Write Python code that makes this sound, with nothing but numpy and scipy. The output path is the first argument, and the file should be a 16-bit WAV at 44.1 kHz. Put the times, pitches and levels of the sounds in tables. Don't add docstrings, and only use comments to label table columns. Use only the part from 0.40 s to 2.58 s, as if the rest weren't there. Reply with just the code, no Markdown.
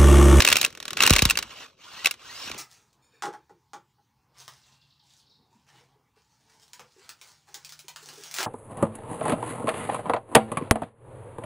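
import sys
import numpy as np
from scipy import signal
from scipy.fft import rfft, irfft, next_fast_len
from scipy.io import wavfile
from scipy.ndimage import uniform_filter1d, map_coordinates

SR = 44100
rng = np.random.default_rng(int(sys.argv[2]) if len(sys.argv) > 2 else 0)


def to_wav(s):
    ch = np.atleast_2d(s).T
    pcm = np.round(np.clip(ch, -1, 1) * 32767)
    wavfile.write(sys.argv[1], SR, pcm.astype(np.int16))


N = 96005

RUMBLE_EQ = [(20, -16), (50, -1), (300, -3.5), (600, -4), (1200, -63)]
RUMBLE_FADER = [(0, -32), (.27, -50), (.33, -58), (.5, -51.5), (.7, -36), (1.0, -51), (1.099, -58),
                (1.351, -67), (2.03, -62.5), (2.089, -54.5), (2.18, -49)]
GEAR_EQ = [(150, -10), (500, -6.5), (1100, 6), (2000, -3), (2800, 5), (4000, 1), (8000, -8), (12000, -18.5),
           (15000, -22.5)]
# (start [s], fade start [s], gear level [dB], whine pitch [Hz], whine over gears [dB])
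MOTOR_SWELLS = [(-.3, 0.2, -34, 2400, -9.5), (0.21, 0.567, -60.5, 2580, -20),
                (0.536, 0.913, -37, 2450, -39), (0.987, 1.234, -42, 2250, -18.5),
                (1.366, 1.673, -42, 2195, -11), (1.759, 2.074, -41, 2634, -5),
                (1.991, 2.3, -44.5, 1300, -23.5)]
TOOL_KNOCKS = [(2.071, -40), (2.101, -34), (2.148, -40)]
THUMPS = [(0.707, -8.5, 0.96, 0.00058), (0.7243, -11.5, -0.83, 0.0079), (.8236, -11, 0.71, 0.0004),
          (0.8552, -13.5, -0.71, 0.00168)]
# (time [s], level [dB], socket ring [dB], treble tilt [dB/octave], contact [s])
HITS = [(0.0023, -5.5, -23.5, -4, 0.0027), (0.02, -4, -2, -2.5, 0.0006), (0.048, -5.5, -19.5, -2.5, 0.0026),
        (0.0647, -12, 1, 0.5, 0.00061), (0.0746, -4, 11, -2.5, 0.00065), (0.0859, -3, 0, -2, 0.00059),
        (0.1008, -9, 6, 0, 0.00044), (0.1149, -13.5, -6, -4, 0.0049), (0.1249, -5, -15.5, -2, 0.0042),
        (0.1557, -6.5, 10, -2, 0.00034), (0.1662, -8.5, -4, -1, 0.0033), (0.1846, -18, 8, 2, 0.0005),
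        (0.2127, -7, -9, 0, 0.0013), (0.2287, -12.5, -5, -1.5, 0.00074), (0.241, -14.5, 9, -5, 0.00084),
        (0.2472, -6.5, 7.5, -0.5, 0.0012), (0.261, -16.5, -12, -2, 0.00047),
        (0.5691, -17.5, -7, -4.5, 0.0041), (0.6042, -4.5, 4.5, -4, 0.00039), (0.6192, -6.5, 2, -5, 0.0005),
        (0.6236, -4.5, -0.5, 0, 0.00044), (0.6345, 0.5, -3.5, -3, 0.00035),
        (0.6516, -10.5, 1.5, -9, 0.00057), (0.663, -4, 8, 0.5, 0.00071), (0.674, -3, -1, -2.5, 0.0018),
        (0.6955, -4, 1, -2, 0.0007), (0.7044, 0, -2.5, -1, 0.00075), (0.7264, -9.5, 5, -1.5, 0.00094),
        (0.7343, -2, -14.5, -2, 0.00029), (0.7529, -12.5, 1.5, -3.5, 0.0008),
        (0.762, -1.5, -6.5, -3, 0.0005), (0.783, -8.5, 3.5, -3, 0.00037),
        (0.7903, -5.5, 6.5, -2.5, 0.00074), (0.8203, -2, -14.5, -0.5, 0.00048),
        (0.8521, -2, -34, -1, 0.00051), (0.8898, -19.5, 6, -3, 0.00074), (0.8981, -6.5, 7, 4, 0.00058),
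        (0.9069, -6.5, 5.5, 0, 0.00075), (0.954, -21, 11.5, -4, 0.00041), (0.972, -9, -10.5, -2, 0.0017),
        (0.9874, -9.5, -16, -2, 0.00033), (1.0255, -16.5, -1.5, -2.5, 0.00056),
        (1.6452, -13, -5, -3.5, 0.00059), (1.6573, -7.5, 14, -0.5, 0.002), (1.669, -9, -9, -3, 0.00077),
        (1.71, -13.5, 4, 1.5, 0.00046), (1.739, -31, -14, -4, 0.00054), (2.096, -31, 10, -1, 0.002),
        (2.1142, -20.5, -4.5, -4, 0.00042), (2.1433, -30, 7, -3.5, 0.00057)]
LIGHT_TAPS = [(0.28, -32), (0.3033, -32.5), (0.326, -32.5), (0.3501, -29), (0.3739, -28), (0.4011, -23),
              (0.4264, -23.5), (0.4533, -20), (0.4797, -17), (0.5056, -17), (0.5311, -18)]
SOCKET_CHATTER = [(0.577, 0.605, -22.5), (0.609, 0.664, -19)]
CRACK_EQ = [(60, -41), (200, -13), (700, -9), (1500, -4), (2700, 0.5), (4900, 0), (6500, -0.5), (10000, 1),
            (13000, -6.5), (15500, -9.5)]
# (frequency [Hz], level [dB], 60 dB decay [s])
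STEEL_MODES = [(1119, -18, 0.064), (1470, -17, 0.058), (3115, -16.5, 0.034), (5710, -1.5, 0.011)]
SOCKET_MODES = [(2526, -2.5, 0.013), (2687, 1, 0.019)]
ANVIL_MODES = [(3810, 1.5, 0.013), (4280, -2, 0.0084)]
PORT_LIKENESS = [(300, 0.99), (700, 0.79), (1200, 0.97), (2800, 1), (3300, 0.25), (3900, 0.71),
                 (4900, 0.42), (5700, 1), (8000, 0.98), (13000, 1)]
PORT_PHASE = [(0, 0.5), (850, -1.5), (1700, 0.5), (3000, 0.5), (3400, 1), (4200, -0.06), (4700, 3),
              (5300, 0.57), (9700, 3), (13000, 5), (14200, -14.5), (17000, 11.5)]
PORT_BALANCE = [(200, 1), (700, 3.5), (1200, -1), (2900, -1.5), (3900, -0.5), (6000, 0)]

SPIN_UP_S, COAST_DB_PER_S, FAN_OVER_WHINE_DB = 0.11, 255.5, 3.5
WHINE_WAVER, WHINE_FUZZ, WHINE_FLUTTER_DB = 0.009, 0.7, 3.5
OVERTONE_RATIO, OVERTONE_DB = 2.25, -3
KNOCK_HZ, KNOCK_T60_S = 259, 0.049
GLIDE_SCALE_S, GLIDE_GROWTH, SETTLE_HZ, THUMP_T60_S = 0.0008, 1.85, 15, 0.23
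LINGER_HZ, LINGER_DB, LINGER_T60_S = 54.7, -21.5, 0.47
TAIL_CUTOFF_HZ, TAIL_DB, TAIL_T60_S, RING_DB = 6300, -15, 0.12, -8.5
LOOSE_S, LOOSE_HZ = 1.6, 2310
CHATTER_PER_S, CHATTER_SPREAD_DB = 260, 2.5


def amp(db):
    return 10 ** (np.asarray(db) / 20)


def unit(x):
    return x / np.sqrt(np.mean(x ** 2) + 1e-20)


def curve(points, hz):
    f, v = np.transpose(points)
    return np.interp(np.log(hz + 1), np.log(f + 1), v)


def wobble(rate):
    return map_coordinates(rng.standard_normal(int(N * rate / SR) + 4), [np.arange(N) * rate / SR])


def filtered(x, response):
    size = next_fast_len(x.shape[-1] + 4096)
    return irfft(rfft(x, size) * response(np.fft.rfftfreq(size, 1 / SR)), size)[..., :x.shape[-1]]


def patchy_noise(eq, patchy_db=2.8):
    bins = signal.stft(rng.standard_normal((2, N)), nperseg=512)[2]
    patches = uniform_filter1d(rng.standard_normal(bins.shape[1:]), size=4, axis=0)
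    patches = uniform_filter1d(patches, size=5, axis=1)
    pair = signal.istft(bins * amp(patchy_db * unit(patches)), nperseg=512)[1][:, :N]
    return unit(filtered(pair, lambda hz: amp(curve(eq, hz))))


def ports(pair):
    def width(hz):
        angle = np.arccos(np.clip(curve(PORT_LIKENESS, hz), 0, 1)) / 2
        return np.array([np.cos(angle), np.sin(angle)])

    def pan(hz):
        lead = np.interp(hz, *np.transpose(PORT_PHASE))
        left = amp(curve(PORT_BALANCE, hz) / 2) * np.exp(.5j * lead)
        return np.array([left, 1 / left])

    mid, side = filtered(pair, width)
    return filtered(np.array([mid + side, mid - side]), pan)


def handling_rumble():
    fader_db = np.interp(np.arange(N) / SR, *np.transpose(RUMBLE_FADER))
    return amp(fader_db) * patchy_noise(RUMBLE_EQ, patchy_db=3.5)


def handling_knocks():
    out, t = np.zeros(N + SR), np.arange(SR // 2) / SR
    dive = np.sin(2 * np.pi * KNOCK_HZ * np.sqrt(t * KNOCK_T60_S / 2))
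    for at, db in TOOL_KNOCKS:
        out[round(at * SR):][:len(t)] += amp(db - 60 * t / KNOCK_T60_S) * dive
    return out[:N]


def motor():
    t = np.arange(N) / SR
    grain = amp(1.5 * wobble(250) + wobble(40.23))
    gears = unit(grain * patchy_noise(GEAR_EQ))
    hiss = unit(np.diff(patchy_noise(GEAR_EQ), prepend=0))
    gear_gain, fan_gain, whine = amp(-80.5), 0, 0
    for start, fade_start, db, top_hz, whine_db in MOTOR_SWELLS:
        speed = 1 - np.exp(-np.maximum(t - start, 0) / SPIN_UP_S)
        gain = amp(db - COAST_DB_PER_S * np.maximum(t - fade_start, 0)) * speed ** 1.29
        phase = 2 * np.pi * np.cumsum(top_hz * speed * (1 + WHINE_WAVER * wobble(30))) / SR
        for ratio, partial_db in (1, 0), (OVERTONE_RATIO, OVERTONE_DB):
            fuzz = speed + WHINE_FUZZ * wobble(90)
            flutter_db = WHINE_FLUTTER_DB * wobble(19)
            whine += gain * fuzz * amp(whine_db + partial_db + flutter_db) * np.sin(ratio * phase)
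        gear_gain += gain
        fan_gain += amp(FAN_OVER_WHINE_DB + whine_db) * gain * speed ** 2
    return gear_gain * gears + fan_gain * hiss + whine * [[1], [0]]


def microphone_thumps():
    out, t = np.zeros(N + SR), np.arange(SR // 2) / SR
    slowing_phase = np.pi * np.log(1 + t / GLIDE_SCALE_S) / np.log(GLIDE_GROWTH)
    swing = np.sin(slowing_phase + 2 * np.pi * SETTLE_HZ * t + 2.48)
    linger = amp(LINGER_DB - 60 * t / LINGER_T60_S) * np.sin(2 * np.pi * LINGER_HZ * t)
    for at, db, push, attack_s in THUMPS:
        envelope = (1 - np.exp(-(t / attack_s) ** 2)) * amp(-60 * t / THUMP_T60_S)
        out[round(at * SR):][:len(t)] += amp(db) * (push * envelope * swing + linger)
    return out[:N]


def steel_ring(t, loose, socket_db, anvil_db):
    socket = [(LOOSE_HZ, *SOCKET_MODES[0][1:]), SOCKET_MODES[1]] if loose else SOCKET_MODES
    ring = 0
    for modes, trim_db in (STEEL_MODES, 0), (socket, socket_db), (ANVIL_MODES, anvil_db):
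        for hz, db, t60 in modes:
            accent_db, detune, phase = rng.normal(0, [2.2, 0.036, 0.5])
            envelope = amp(db + trim_db + accent_db - 60 * t / t60)
            ring += envelope * np.sin(2 * np.pi * hz * (1 + detune) * t + phase)
    return ring


def strike(at, db, socket_db, tilt_db, contact_s, t60=0.019, attack_s=0.0012):
    def tone(hz):
        treble_db = np.clip(tilt_db, -5, 4) * np.log2(np.maximum(hz, 1200) / 3000)
        bright = amp(curve(CRACK_EQ, hz) + treble_db)
        dull = bright / (1 + (hz / TAIL_CUTOFF_HZ) ** 2)
        return np.array([[bright], [dull]])

    t = np.arange(SR // 10) / SR
    crack, tail = unit(filtered(rng.standard_normal((2, len(t))), tone))
    crack *= amp(-60 * np.maximum(t - contact_s, 0) / t60)
    tail *= amp(TAIL_DB - 60 * t / TAIL_T60_S)
    hit = .5 * (crack + tail)
    anvil_db = -0.2 * socket_db if contact_s > 0 else 0
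    hit[0] += amp(RING_DB) * steel_ring(t, at >= LOOSE_S, socket_db, anvil_db)
    attack = 1 - np.exp(-(t / attack_s) ** 2)
    return amp(db) * attack * hit


def hammer():
    chatter = [(slot + rng.random() / CHATTER_PER_S, rng.normal(db, CHATTER_SPREAD_DB))
               for start, end, db in SOCKET_CHATTER for slot in np.arange(start, end, 1 / CHATTER_PER_S)]
    cues = [(at, strike(at, *voicing)) for at, *voicing in HITS]
    cues += [(at, strike(at, db, socket_db=-25, tilt_db=-2.5, contact_s=0, t60=0.016, attack_s=0.00072))
             for at, db in LIGHT_TAPS]
    cues += [(at, strike(at, db, socket_db=0, tilt_db=-5, contact_s=0)) for at, db in chatter]
    out = np.zeros((2, N + SR))
    for at, hit in cues:
        out[:, round(at * SR):][:, :hit.shape[1]] += hit
    return out[:, :N]


def scene():
    return ports(hammer() + motor() + handling_rumble()) + microphone_thumps() + handling_knocks()


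def record(dry, ceiling=0.97, low_cut_hz=42, shelf_hz=15700, shelf_db=-22.5, top_hz=16900):
    def eq(hz):
        shelf = amp(shelf_db * np.clip((hz - shelf_hz) / 400, 0, 1))
        return shelf * (hz < top_hz) / (1 + (low_cut_hz / (hz + 1)) ** 4)

    clipped = dry / (1 + np.abs(dry / ceiling) ** 4) ** .25
    return filtered(clipped, eq)


dry = scene()
out = record(dry)
to_wav(out)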